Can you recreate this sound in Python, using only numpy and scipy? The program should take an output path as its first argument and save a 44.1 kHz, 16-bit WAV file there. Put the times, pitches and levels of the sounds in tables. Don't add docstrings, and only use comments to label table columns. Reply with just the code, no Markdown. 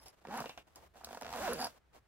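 import sys
import numpy as np
from scipy import signal
from scipy.fft import rfft, irfft
from scipy.io import wavfile
from scipy.ndimage import uniform_filter1d

SR = 44100
rng = np.random.default_rng(int(sys.argv[2]) if len(sys.argv) > 2 else 0)


def waveform_to_disk(signal):
    frames = np.transpose(np.atleast_2d(signal))
    scaled = np.clip(frames, -1, 1) * 32767
    samples = np.round(scaled).astype(np.int16)
    wavfile.write(sys.argv[1], SR, samples)


def voltage_ratio(level):
    return 10 ** (np.asarray(level, float) / 20)


N = 91463


def evened(x):
    return x / np.sqrt(np.mean(x ** 2) + 1e-20)


def read(points, hz):
    f, value = np.transpose(points)
    return np.interp(np.log(hz + 1), np.log(f + 1), value)


def colour(x, points):
    n = x.shape[-1]
    gain = voltage_ratio(read(points, np.fft.rfftfreq(n, 1 / SR)))
    return irfft(rfft(x) * gain, n)


def resonate(x, hz, width_hz):
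    turn = np.exp(2j * np.pi * np.cumsum(hz * np.ones(len(x))) / SR)
    r = np.exp(-np.pi * width_hz / SR)
    return (turn * signal.lfilter([1], [1, -r], x / turn * -1j)).real


def thud(x, hz, width_hz):
    twice = resonate(resonate(x, hz, width_hz), hz, width_hz)
    return twice * 2 * np.e * np.pi * width_hz / SR


def decay(clicks, t60_s):
    return signal.lfilter([1], [1, -voltage_ratio(-60 / (t60_s * SR))], clicks)


# freq_hz, density_db
AIR_SPECTRUM = [(35, -49), (60, -12), (150, -8.5), (500, -7), (1500, -11.5), (4000, -22.5), (15500, -38)]
# time_s, rumble_db
HANDLING_LEVEL = [(0.0, -71), (0.07, -62), (0.14, -97), (0.34, -69), (0.37, -80), (0.43, -62.5),
                  (0.64, -80), (0.81, -68), (1.04, -79), (1.07, -65), (1.19, -75), (1.26, -59.5),
                  (1.7, -66), (1.84, -82), (2.01, -73.5), (2.07, -77)]
# freq_hz, density_db
RUMBLE_SPECTRUM = [(35, -30), (65, 11), (90, -0.5), (140, -4.5), (220, -29)]


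def air():
    n = rng.standard_normal((4, N))
    tone = voltage_ratio(-67.5) * evened(colour(n[0] + 1.5 * n[1:3], AIR_SPECTRUM))
    hum = voltage_ratio(-78) * evened(resonate(n[0], hz=62.7, width_hz=9.7))
    rumble = evened(colour(n[3] + 0.3 * n[1:3], RUMBLE_SPECTRUM))
    rumble_db = np.interp(np.arange(N) / SR, *np.transpose(HANDLING_LEVEL))
    return tone + hum + voltage_ratio(rumble_db) * rumble


# start_s, rise_s, fade_s, level_db, brightness_db
HAND_RUSTLES = [(.0, 0.025, 0.037, -68.5, 5.5), (0.053, 0.0085, 0.042, -60, 5.5),
                (.08, 0.049, 0.87, -75, 4.5), (0.491, 0.0023, 0.03, -62.5, -3),
                (0.576, 0.0027, 0.03, -61, 1), (0.658, 0.018, 0.17, -79.5, 5),
                (0.756, 0.0074, 0.04, -58, -3), (0.798, 0.03, 0.057, -64, -1.5),
                (0.938, 0.029, 0.1, -63.5, 2.5), (1.036, 0.0046, 0.046, -65, 6),
                (1.05, 0.061, 0.12, -63, 8.5), (1.701, 0.063, 0.043, -69.5, -1.5),
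                (1.906, 0.044, 0.06, -63, 0.5)]
# start_s, rise_s, fade_s, level_db
TAPE_HISS = [
    (.25, 0.11, 0.17, -49.5),
    (1.166, 0.26, 0.22, -42.5),
    (1.551, 0.064, 0.089, -45),
]
# freq_hz, density_db
CLOTH_SPECTRUM = [(60, 1), (150, -9.5), (350, -0.5), (750, 3.5), (1500, -12), (3000, -15), (8000, -17.5),
                  (15500, -23)]


def cloth():
    t = np.arange(N) / SR
    grains_per_s, spread_db, grain_share = 2000, 3, 0.5
    size = voltage_ratio(spread_db * np.minimum(rng.exponential(1, N), 3))
    grains = decay(size * (rng.random(N) < grains_per_s / SR), t60_s=0.002)
    grains = evened(grains * rng.standard_normal((3, N)))
    hiss = rng.standard_normal((3, N))
    rub = colour(grain_share * grains + (1 - grain_share) * hiss, CLOTH_SPECTRUM)
    dull = colour(rub, [(1500, 0), (2200, -6), (4000, -40)])
    bright = colour(rub, [(1000, -40), (2200, -6), (3000, 0)])
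    strokes = HAND_RUSTLES + [(s, rise, fade, db - 12, 12) for s, rise, fade, db in TAPE_HISS]
    out = np.zeros((3, N))
    for start_s, rise_s, fade_s, level_db, bright_db in strokes:
        u = t - start_s - rise_s
        rise = np.clip(1 + u / rise_s, 0, 1) ** 2
        shape = np.where(u < 0, rise, np.exp(-2 * (u / fade_s) ** 2))
        out += voltage_ratio(level_db) * shape * (dull + voltage_ratio(bright_db) * bright)
    return out / np.std(rub)


# time_s, tick_db, ring_4900hz_db, ring_5400hz_db, ring_11khz_db
TAB_STRIKES = [
    (0.0585, -46, -58, -62, -58),
    (0.0823, -40, -52, -56, -50),
    (0.3747, -36, -58, -52, -40),
    (1.0455, -27, -48, -46, -44),
    (1.5328, -26, -52, -50, -32),
    (1.6035, -40, -40, -52, -42),
    (1.6148, -38, -33, -46, -40),
    (1.6445, -27, -40, -27, -36),
    (1.6706, -38, -52, -40, -48),
]
# freq_hz, level_db, t60_s
TAB_MODES = [(4850, 0, .022), (5400, 0, .012), (10200, -10, .02), (11060, 0, .02)]
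# start_s, end_s, low_modes_db, high_modes_db
LOOSE_BUZZ = [
    (.0, 0.102, -53.5, -62),
    (1.525, 1.565, -47, -54),
    (1.584, 1.665, -39.5, -53),
]
# time_s, tick_db
SLIDER_CLACKS = [
    (0.4027, -28.5),
    (0.7584, -36),
    (1.21, -34),
    (1.221, -34),
    (1.129, -40),
    (1.147, -36),
    (1.174, -40),
    (1.3274, -34),
]


def tab():
    t = np.arange(N) / SR
    hits, ticks = np.zeros((len(TAB_MODES), N)), np.zeros(N)
    for s, tick_db, low_db, mid_db, high_db in TAB_STRIKES:
        hits[:, round(s * SR)] = voltage_ratio([low_db, mid_db, high_db, high_db])
        ticks[round(s * SR)] = voltage_ratio(tick_db)
    for s, tick_db in SLIDER_CLACKS:
        ticks[round(s * SR)] = voltage_ratio(tick_db)
    buzz_per_s = 290
    taps = (rng.random(N) < buzz_per_s / SR) * rng.standard_normal((len(TAB_MODES), N))
    for start_s, end_s, low_db, high_db in LOOSE_BUZZ:
        force = voltage_ratio([[low_db], [low_db - 17], [high_db], [high_db]])
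        hits = hits + force * ((t >= start_s) & (t < end_s)) * taps
    low_tuning = np.where(t < 0.2, 1.055, 1)
    ring = np.zeros(N)
    for hit, (hz, db, t60_s) in zip(hits, TAB_MODES):
        tuned_hz = hz * (low_tuning if hz < 5000 else 1)
        ring += voltage_ratio(db) * resonate(hit, tuned_hz, 2.2 / t60_s)
    click = evened(colour(rng.standard_normal(N), [(2000, -6), (5000, 14), (15000, -1)]))
    tick = decay(ticks, t60_s=0.022) * click
    return voltage_ratio(-1.5) * ring + voltage_ratio(-11.5) * tick


# time_s, teeth_hz, force_db, bag_hz
RASP = [
    (.278, 152.1, -47, 460),
    (.304, 189.7, -45.5, 730),
    (.34, 231.5, -39, 816),
    (.37, 259.4, -42.5, 740),
    (0.385, 265.6, -39.5, 770),
    (0.397, 158.8, -45.5, 740),
    (.418, 134, -42.5, 640),
    (.43, 115, -88, 606),
]
LONG_PULL_START = [
    (1.399, 255.7, -34.5, 546),
    (1.425, 322, -40.5, 710),
    (1.437, 398.2, -36.5, 840),
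    (1.476, 343.8, -38.5, 730),
]
LONG_PULL_END = [
    (1.475, 340.5, -30, 730),
    (1.494, 245.5, -34, 520),
    (1.514, 239.4, -37.5, 447),
    (1.525, 266.4, -36.5, 583),
    (1.541, 200, -42.5, 494),
    (1.558, 156.3, -42, 464),
    (1.587, 148.4, -43, 600),
    (1.601, 247.6, -40.5, 800),
    (1.619, 247, -37, 790),
]
# jitter_teeth, spread_db, drone_db
PULL_EVENNESS = [
    (.03, 3, 6),
    (.012, 1, -7),
    (.015, 1.2, -4),
]
# time_s, peak_db, bag_hz, snap_db
SLOW_TEETH = [(0.251, -38.5, 810, -19), (0.271, -42, 418, -10), (0.441, -34.5, 780, -28),
              (0.458, -34, 610, -11.5), (0.494, -40, 630, -3.5), (0.576, -41.5, 705, -5.5),
              (0.946, -56.5, 680, -30), (0.956, -51, 698, -38), (0.988, -75, 790, -30),
              (1.011, -45, 834, -18), (1.029, -66, 720, -25), (1.036, -45, 670, -26),
              (1.045, -47, 730, -24), (1.071, -41, 616, -24), (1.089, -42, 800, -10),
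              (1.108, -41.5, 690, -18), (1.129, -36.5, 650, -16), (1.147, -39, 835, -46),
              (1.172, -36.5, 636, -18),
              (1.213, -39.5, 805, -11), (1.221, -37, 590, -12.5), (1.232, -42.5, 560, -4.5),
                (1.247, -39.5, 650, -7.5), (1.256, -37.5, 720, -15), (1.265, -38.5, 600, -6),
                (1.279, -41, 745, -9), (1.291, -38.5, 690, -8.5), (1.304, -41, 800, -8),
                (1.317, -40.5, 790, -20), (1.327, -33.5, 800, -13.5), (1.337, -35.5, 840, -8.5),
                (1.345, -36.5, 790, -31), (1.353, -35.5, 740, -16), (1.361, -34.5, 645, -19),
                (1.372, -35.5, 770, -22), (1.379, -35.5, 760, -29), (1.385, -35, 666, -18),
                (1.391, -34.5, 650, -20)]
TEETH_CATCHING = [
    (.3085, -37, 880, -22),
    (.3765, -36, 780, -25),
    (.383, -35, 850, -25),
    (.389, -38, 900, -22),
    (.404, -38, 700, -18),
    (.421, -38, 600, -22),
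    (1.521, -29, 560, -28),
]
FINAL_TEETH = [
    (1.5925, -33, 720, -26),
    (1.6265, -30, 800, -28),
    (1.6402, -31.5, 760, -28),
    (1.652, -29, 790, -28),
    (1.668, -35, 700, -18),
]


def slider():
    t = np.arange(N) / SR
    knocks, snaps, drone, bag = np.zeros(N), np.zeros(N), np.zeros(N), []
    pulls = (RASP, LONG_PULL_START, LONG_PULL_END)
    for pull, (jitter_teeth, spread_db, drone_db) in zip(pulls, PULL_EVENNESS):
        s, teeth_hz, force_db, bag_hz = np.transpose(pull)
        rate_hz = np.interp(t, s, teeth_hz, 0, 0)
        moving = rate_hz > 0
        force = voltage_ratio(1 + np.interp(t, s, force_db))
        wobble = evened(uniform_filter1d(rng.standard_normal(N), size=120))
        teeth = np.cumsum(rate_hz) / SR + jitter_teeth * wobble
        passed = np.diff(np.floor(np.maximum.accumulate(teeth)), prepend=0) * moving
        size = passed * force * voltage_ratio(spread_db * rng.standard_normal(N)) * np.sqrt(400 / (rate_hz + 1))
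        knocks += size
        snaps += size * voltage_ratio(-20.5)
        drone += voltage_ratio(drone_db) * uniform_filter1d(force * moving, size=300) * np.sin(2 * np.pi * teeth)
        bag += list(zip(s, bag_hz))
    rebound_s, rebound_db = 0.0042, -5
    for s, peak_db, bag_hz, snap_db in SLOW_TEETH + TEETH_CATCHING + FINAL_TEETH:
        knocks[round(s * SR)] += voltage_ratio(peak_db + 0.5)
        knocks[round((s + rebound_s) * SR)] += voltage_ratio(peak_db + 0.5 + rebound_db)
        snaps[round(s * SR)] += voltage_ratio(peak_db + snap_db)
        bag += [(s, bag_hz * 1.045), (s + 0.0089, bag_hz * 0.95)]
    return knocks, snaps, drone, np.interp(t, *np.transpose(sorted(bag)))


# freq_hz, width_hz, level_db
TAPE_MODES = [(277, 123, -20.5), (1065, 390, -15), (1530, 730, -14), (2650, 1300, -20.5)]
# freq_hz, width_hz, level_db
SHELL_MODES = [(2540, 240, -7), (2740, 240, 2.5), (3570, 270, -6)]
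# freq_hz, width_hz, level_db
WALL_MODES = [(1180, 130, -17), (1600, 150, -17)]
# freq_hz, density_db
SNAP_SPECTRUM = [(2500, 3), (5000, 4), (9000, -8), (15500, -22)]


def zip_teeth():
    t = np.arange(N) / SR
    knocks, snaps, drone, bag_hz = slider()
    scrape = voltage_ratio(-22.5) * decay(knocks, t60_s=0.045) * rng.standard_normal(N)
    bag_width_hz = 270
    out = voltage_ratio(-2.5) * thud(knocks + 0.2 * scrape, bag_hz, bag_width_hz)
    out += voltage_ratio(-20.5) * thud(knocks + scrape, 2.13 * bag_hz, 2 * bag_width_hz)
    free = (t > 0.45) & (t < 0.63)
    shell = decay(snaps, t60_s=0.13) * np.where(free, 1, voltage_ratio(-12.5)) / 12
    for hz, width_hz, db in SHELL_MODES + WALL_MODES:
        out += voltage_ratio(db) * resonate(shell * rng.standard_normal(N), hz, width_hz)
    for k, (hz, width_hz, db) in enumerate(TAPE_MODES):
        out += (-1) ** k * voltage_ratio(db) * thud(knocks + scrape, hz, width_hz)
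    bag_floor_hz = 170
    out = signal.sosfilt(signal.butter(4, bag_floor_hz, "high", fs=SR, output="sos"), out)
    out += voltage_ratio(-13) * evened(resonate(drone, hz=242, width_hz=160)) * np.std(drone)
    hiss = evened(colour(rng.standard_normal((3, N)), [(1000, 9)] + SNAP_SPECTRUM))
    return out, decay(snaps, t60_s=0.016) * hiss


def tail(x, t60, start):
    taps = np.zeros((2, SR // 2))
    at = np.arange(start, SR // 2 - 20, 20)
    places = at + rng.integers(0, 20, (2, len(at)))
    np.put_along_axis(taps, places, rng.choice([-1., 1.], (2, len(at))), 1)
    hz, t, z = signal.stft(taps, SR, nperseg=128)
    out = signal.istft(z * voltage_ratio(-60 * t / read(t60, hz)[:, None]), SR, nperseg=128)[1]
    return signal.fftconvolve(x[None], out / np.linalg.norm(out[0]), axes=1)[:, :N]


# freq_hz, phase_rad
PORT_LAG = [(0, 0), (1600, -.65), (3300, -2), (5600, -3), (7000, -3.1), (9500, -2.1), (12000, -.1),
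            (16000, 0)]
# freq_hz, level_db
PORT_LEAN = [(60, 1), (200, -1.5), (400, -3.5), (1300, -1.5), (4400, -1), (8000, 2), (15000, 0)]


def ports(x):
    hz = np.fft.rfftfreq(N, 1 / SR)
    phase = np.interp(hz, *np.transpose(PORT_LAG))
    half = voltage_ratio(read(PORT_LEAN, hz) / 2) * np.exp(0.5j * phase)
    return irfft(rfft(x) * np.array([half, 1 / half]), N)


# freq_hz, t60_s
ROOM_DECAY = [(200, 0.16), (1000, 0.12), (8000, 0.11)]
# freq_hz, level_db
HISS_APART = [(100, -18), (1000, 4.5), (3000, 2), (8000, 0.5), (11000, -13)]


def scene():
    body, snap = zip_teeth()
    hiss = snap + cloth()
    bag = body + tab() + hiss[0]
    near = colour(tail(body, [(500, 0.044)], start=40), [(2000, 1), (5000, -7)])
    room = colour(tail(bag, ROOM_DECAY, start=300), [(1000, 0), (6000, 2.5), (11000, 0)])
    direct = ports(bag) + colour(hiss[1:], HISS_APART)
    return direct + voltage_ratio(-14) * near + voltage_ratio(-12.5) * room + air()


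def band_limit(x):
    return signal.sosfilt(signal.butter(12, 16650, fs=SR, output="sos"), x)


def record(dry):
    gate_db, slope, depth_db, edge_hz = -65.5, 7.7, -8.5, 15850
    upper = colour(dry, [(120, -60), (220, 0)])
    power = abs(uniform_filter1d((upper ** 2).mean(0), size=900))
    level_db = 10 * np.log10(power + 1e-12)
    gain_db = np.clip(slope * (level_db - gate_db), depth_db, 0)
    gated = dry + upper * (voltage_ratio(gain_db) - 1)
    edge = signal.firwin(255, edge_hz, window=("kaiser", 4), fs=SR)
    return band_limit(signal.oaconvolve(gated, edge[None], "same"))


dry = scene()
out = record(dry)
waveform_to_disk(out)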